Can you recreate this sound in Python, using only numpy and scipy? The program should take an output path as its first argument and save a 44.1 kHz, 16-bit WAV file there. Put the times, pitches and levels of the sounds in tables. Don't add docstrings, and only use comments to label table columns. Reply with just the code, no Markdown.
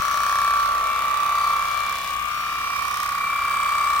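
import sys
import numpy as np
from scipy import signal
from scipy.fft import rfft, irfft
from scipy.io import wavfile
from scipy.ndimage import uniform_filter1d, map_coordinates

SR = 44100
rng = np.random.default_rng(int(sys.argv[2]) if len(sys.argv) > 2 else 0)


def bounce(signal):
    frames = np.transpose(np.atleast_2d(signal))
    limited = np.clip(frames, -1, 1)
    pcm = np.round(limited * 32767).astype(np.int16)
    wavfile.write(sys.argv[1], SR, pcm)


N = 176400
T = np.arange(N) / SR

# t/s, speed/(turn/s)
CRANK_SPEED = [(0.0, 32.8635), (0.25, 32.9426), (0.5, 32.9797), (0.75, 33.0376), (1.0, 33.1605),
               (1.25, 33.1716), (1.5, 33.2096), (1.75, 33.2922), (2.0, 33.2281), (2.25, 33.4112),
               (2.5, 33.5341), (2.75, 33.4914), (3.0, 33.391), (3.25, 33.3876), (3.5, 33.3066),
               (3.75, 33.1755), (4.0, 33.1238)]
# t/s, rasp/dB, housing buzz/dB
CUTTING = [(0, -36.5, -43), (.66, -36, -43), (.73, -39.5, -39.5), (2.1, -38, -45), (2.2, -42.5, -48.5),
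           (3.03, -37.5, -45.5), (3.18, -41, -45), (4, -39, -43)]


def amp(db):
    return 10 ** (np.asarray(db) / 20)


def unit(x):
    return x / np.sqrt(np.mean(x ** 2) + 1e-20)


def curve(rows, col=1):
    rows = np.array(rows)
    return np.interp(T, rows[:, 0], rows[:, col])


def during(start_s, end_s, fade_s=0.033):
    return np.clip(np.minimum(T - start_s, end_s - T) / fade_s, 0, 1)


def colour(x, spectrum):
    points_hz, db = np.transpose(spectrum)
    hz = np.fft.rfftfreq(N, 1 / SR)
    return irfft(rfft(x) * amp(np.interp(np.log(hz + 1), np.log(points_hz), db)), N)


def drift(rate_hz):
    hz = np.fft.rfftfreq(N, 1 / SR)
    return unit(irfft(rfft(rng.standard_normal(N)) * np.exp(-(hz / rate_hz) ** 2) * (hz > 0), N))


def pair(x, alike):
    angle = np.arcsin(alike) / 2
    return np.cos(angle) * x + np.sin(angle) * x[::-1]


def scrape(turn, rough, alike, tracks=9, size=1300):
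    cyclic = np.zeros((2, N))
    for k in range(tracks):
        away = T / T[-1] * (tracks - 1) - k
        near = abs(away) < 1
        for side in cyclic:
            track = rng.standard_normal(size)
            friction = map_coordinates(track, [turn[near] % 1 * size], order=3, mode="grid-wrap")
            side[near] += np.cos(away[near] * np.pi / 2) * friction
    return pair(np.sqrt(1 - rough) * unit(cyclic) + np.sqrt(rough) * rng.standard_normal((2, N)), alike)


def nearby(x, echo_db, sway_s, right_lag_s=0.00005):
    out = np.array([x, np.interp(T - right_lag_s, T, x)])
    for side in out:
        for path_s in np.linspace(.0012, .005, 3):
            delay_s = path_s * rng.uniform(.8, 1.207) + sway_s * drift(1.21)
            side += amp(echo_db) * np.interp(T - delay_s, T, x)
    return out / np.sqrt(uniform_filter1d((out ** 2).mean(0), size=5300))


def turning(x, echo, path_s):
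    echoes = [np.interp(T - path_s * np.exp(0.297 * drift(0.895)), T, side) for side in x]
    return unit(x + echo * np.array(echoes))


def gear(turn, teeth=35, load_rise_turns=0.047, wind_up_teeth_per_turn=0.2):
    # start/turn, length/turn, level/dB, share of play, share of swell
    strokes = [(0.361, 0.3465, 0, 0.9, 0.9), (0.7244, 0.069, 0.5, -0.56, 0.31),
               (0.801, 0.32, -0.5, -0.074, 0.16), (0.2065, 0.13, -10, 0.095, 0)]
    # t/s, play/teeth, swell/dB
    loading = [(0, 0.22, 8.5), (.6, 0.19, -7), (1.5, 0.21, 13.5), (1.95, 0.31, -8), (2.35, 0.39, -3.5),
               (2.8, 0.41, 11), (3.2, 0.41, 14), (3.7, 0.38, 12), (4, 0.34, 4)]
    # t/s, main level/dB, left minus right/dB, upper level/dB, gain of main's high side/dB
    whine = [(0, -27, 8, -33, -3), (.55, -20.5, 2.5, -31, 0), (.95, -25.5, 4, -34, -1),
             (1.1, -23, 2.5, -38, -2.5), (1.53, -21.5, -0.5, -33, -3.5), (1.66, -26, -2, -35.5, -3.5),
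             (1.78, -27, 8.5, -37, -2), (1.9, -26.5, -4, -41, -2), (2.0, -31, 0, -54, -9),
             (2.16, -28, 5.5, -53, -1), (2.32, -30, 4, -36, 4), (2.86, -27.5, -9.5, -42, -3),
             (3.32, -26, 3.5, -36, 4.5), (3.64, -23.5, 1.5, -35.5, 0), (4, -21.5, 1, -37, 0.5)]
    # t/s, level/dB
    octave_level = [(.2, -46), (.48, -39), (.81, -52.5), (.87, -36), (1.2, -42.5), (1.88, -35.5),
                    (1.98, -40.5), (2.8, -34.5), (2.98, -44), (3.16, -42), (3.23, -32.5), (3.9, -35.5),
                    (4, -40)]
    # f/Hz, gain/dB
    main_resonance = [(300, -41), (600, -8.5), (880, -10.5), (1020, -9), (1100, 0.5), (1200, -0.5),
                      (1250, -7), (1320, -23)]
    upper_resonance = [(1200, -36), (1280, -7.5), (1330, 2.5), (1400, 1), (1470, -8.5), (2000, -15.5),
                       (3000, -30)]

    play_teeth, swell_db = curve(loading), curve(loading, col=2)
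    mesh = teeth * turn + 0.023 * drift(163)
    tone, load = np.zeros(N), np.zeros(N)
    for start, length, db, play_share, swell_share in strokes:
        from_mid = (turn - start - length / 2 + .5) % 1 - .5
        gate = .5 + .5 * np.sin(np.pi * np.clip((length / 2 - abs(from_mid)) / load_rise_turns, -.5, .5))
        grip = gate * amp(db + swell_share * swell_db * from_mid / length + .5 * drift(20))
        lag_teeth = play_share * play_teeth + wind_up_teeth_per_turn * from_mid
        tone += grip * np.sin(2 * np.pi * (mesh - lag_teeth))
        load += grip
    main = colour(tone, main_resonance)
    low_side = colour(main, [(1140, -0.5), (1180, -25)])
    main = low_side + (main - low_side) * amp(curve(whine, col=4))
    pan_db = curve(whine, col=2) * np.array([[.5], [-.5]])
    out = nearby(main, echo_db=-12.5, sway_s=.0002) * amp(curve(whine) + 0.95 + pan_db)
    upper = colour(tone, upper_resonance)
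    out += nearby(upper, echo_db=-12, sway_s=.00024) * amp(curve(whine, col=3) + 1.8)
    octave = (1.7 + load) * np.sin(4 * np.pi * mesh + 0.39 * drift(47))
    return out + nearby(octave, echo_db=-9.5, sway_s=.0001) * amp(curve(octave_level) + 2.5)


def reversals(turn, rise_s=0.00036, shake_s=0.0062):
    # position/turn, clack/dB, tick/dB, decay/s
    ends = [(.698, -1.5, -0.5, 0.0014), (0.2155, 5, -4, 0.00075)]
    # t/s, knock/dB, clack/dB, tick/dB
    levels = [(.36, -36, -40, -39.5), (.6, -41, -45, -44), (.75, -43, -42.5, -43), (2.1, -52, -43, -43.5),
              (2.4, -43, -59, -52), (3.02, -41.5, -47, -38), (3.26, -44.5, -51, -47),
              (3.55, -42, -40.5, -42.5)]
    # f/Hz, level/dB, decay/s
    modes = [(1426, -1.5, 0.0048), (1668, -2.5, 0.0067), (1814, 0, 0.0042)]
    # f/Hz, gain/dB
    clack_spectrum = [(1200, -18), (1700, 3.5), (3800, 0), (5500, -24.5)]
    tick_spectrum = [(300, -37), (800, -0.5), (4000, -9.5), (6000, 0.5), (11000, -6), (15500, -7.5)]

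    clack_env, tick_env, knock, shake = np.zeros(N), np.zeros(N), np.zeros(N), np.ones(N)
    ages_s = [(turn - at + 0.00093 * drift(30)) % 1 / curve(CRANK_SPEED) for at, *_ in ends]
    for age_s, (_, clack_db, tick_db, decay_s) in zip(ages_s, ends):
        rise = 1 - np.exp(-age_s / rise_s)
        clack_env += rise * amp(clack_db) * np.exp(-age_s / decay_s)
        tick_env += rise * amp(tick_db) * np.exp(-age_s / decay_s)
        shake += rise * amp(2 * tick_db) * np.exp(-age_s / shake_s)
    for hz, db, decay_s in modes:
        knock = amp(db) * np.exp(-ages_s[0] / decay_s) * np.sin(2 * np.pi * hz * ages_s[0]) - knock
    out = nearby(knock, echo_db=-10, sway_s=.0001) * amp(curve(levels))
    clack = colour(clack_env * scrape(turn, rough=.19, alike=.24), clack_spectrum)
    tick = colour(tick_env * scrape(turn, rough=.25, alike=.1), tick_spectrum)
    out += unit(clack) * amp(curve(levels, col=2))
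    out += unit(tick) * amp(curve(levels, col=3))
    return out, shake


def housing(turn, shake):
    # f/Hz, gain/dB
    buzz_spectrum = [(100, -24), (230, -13), (420, -12), (500, -2), (680, 4), (1000, -2), (1500, -36)]
    rattle_spectrum = [(900, -19), (1300, -3), (2400, -1.5), (3500, -9.5), (8000, -47)]

    buzz = colour(scrape(turn, rough=.45, alike=.53) * shake, buzz_spectrum)
    rattle = colour(scrape(turn, rough=.22, alike=.13) * shake, rattle_spectrum)
    rattle = turning(rattle, echo=.67, path_s=.00201)
    return unit(buzz) * amp(curve(CUTTING, col=2)) + rattle * amp(-35.5)


def hair(turn, shake):
    # f/Hz, gain/dB
    rasp_spectrum = [(1900, -30), (2600, 0.5), (3500, 7), (5750, 3), (7300, -6.5), (15200, -6)]
    # start/s, end/s, f/Hz, level/dB
    rings = [(-.1, .4, 5880, -49.5), (1.34, 1.55, 4660, -48), (3.484, 4.1, 8170, -50)]

    friction = scrape(turn, rough=.47, alike=.1) * amp(2 * drift(460)) * shake
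    rasp = turning(colour(friction, rasp_spectrum), echo=.4, path_s=.00069)
    low = colour(rasp, [(6000, 1), (8500, -33)])
    rasp_db = curve(CUTTING)
    treble_db = -41 + .35 * (rasp_db - rasp_db.mean())
    out = low * amp(rasp_db) + unit(rasp - low) * amp(treble_db)
    for start_s, end_s, hz, db in rings:
        ring = colour(friction, [(hz / 1.14, -30), (hz, 0), (hz * 1.06, -30)])
        out += amp(db) * during(start_s, end_s) * unit(ring)
    return out


def hum(turn, motor_ratio=5):
    # f/Hz, rms level/dB
    partials = [(55.7, -52.5), (111.3, -59)]

    out = amp(-59) * np.sin(2 * np.pi * motor_ratio * turn + 0.47 * drift(5.3))
    for hz, db in partials:
        out += amp(db + 1.7 * drift(3.4)) * np.sin(2 * np.pi * hz * T + 0.18 * drift(4))
    return np.sqrt(2) * out


def stable_rumble():
    # f/Hz, gain/dB
    spectrum = [(20, -6.5), (28, 2.5), (40, -12), (82, 1.5), (115, -10.5), (200, -6.5), (450, -14.5),
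                (1500, -26.5)]

    return amp(-50.5) * unit(colour(pair(rng.standard_normal((2, N)), alike=1), spectrum))


def stable_echo(x, t60_s=0.15, gap_s=0.006, size=13000):
    t = np.arange(size) / SR
    reflections = rng.standard_normal((2, size)) * (rng.random((2, size)) < .05)
    tail = reflections * amp(-60 * t / t60_s) * (t > gap_s)
    tail /= np.linalg.norm(tail, axis=1, keepdims=True)
    return signal.fftconvolve(x, tail, axes=1)[:, :N]


def whistles(turn):
    # start/s, end/s, multiple, level/dB
    tones = [(3.23, 3.6, 50, -46), (.7, 4.4, 56, -55), (.85, 2.4, 105, -50), (2.28, 3, 112, -50),
             (2.28, 3.9, 140, -49), (2.28, 3.05, 168, -47.5)]

    out = np.zeros((2, N))
    for start_s, end_s, multiple, db in tones:
        tone = np.sin(2 * np.pi * multiple * turn + 0.42 * drift(40))
        out += amp(db) * during(start_s, end_s) * nearby(tone, echo_db=-2, sway_s=.0001)
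    return out


def scene(right_lag_s=0.000045):
    turn = np.cumsum(curve(CRANK_SPEED)) / SR
    drive = gear(turn) + whistles(turn)
    chatter, shake = reversals(turn)
    blade = chatter + housing(turn, shake) + hair(turn, shake)
    left, right = drive + blade * amp([[.4], [-.4]])
    right = np.pad(right, (round(right_lag_s * SR), 0))[:N]
    clipper = np.array([left, right])
    return clipper + amp(-19) * stable_echo(clipper) + hum(turn) + stable_rumble()


def record(dry, cutoff_hz=15950):
    taps = signal.firwin(511, cutoff_hz, window=("kaiser", 9), fs=SR)
    return signal.oaconvolve(dry, taps[None], "same")


dry = scene()
out = record(dry)
bounce(out)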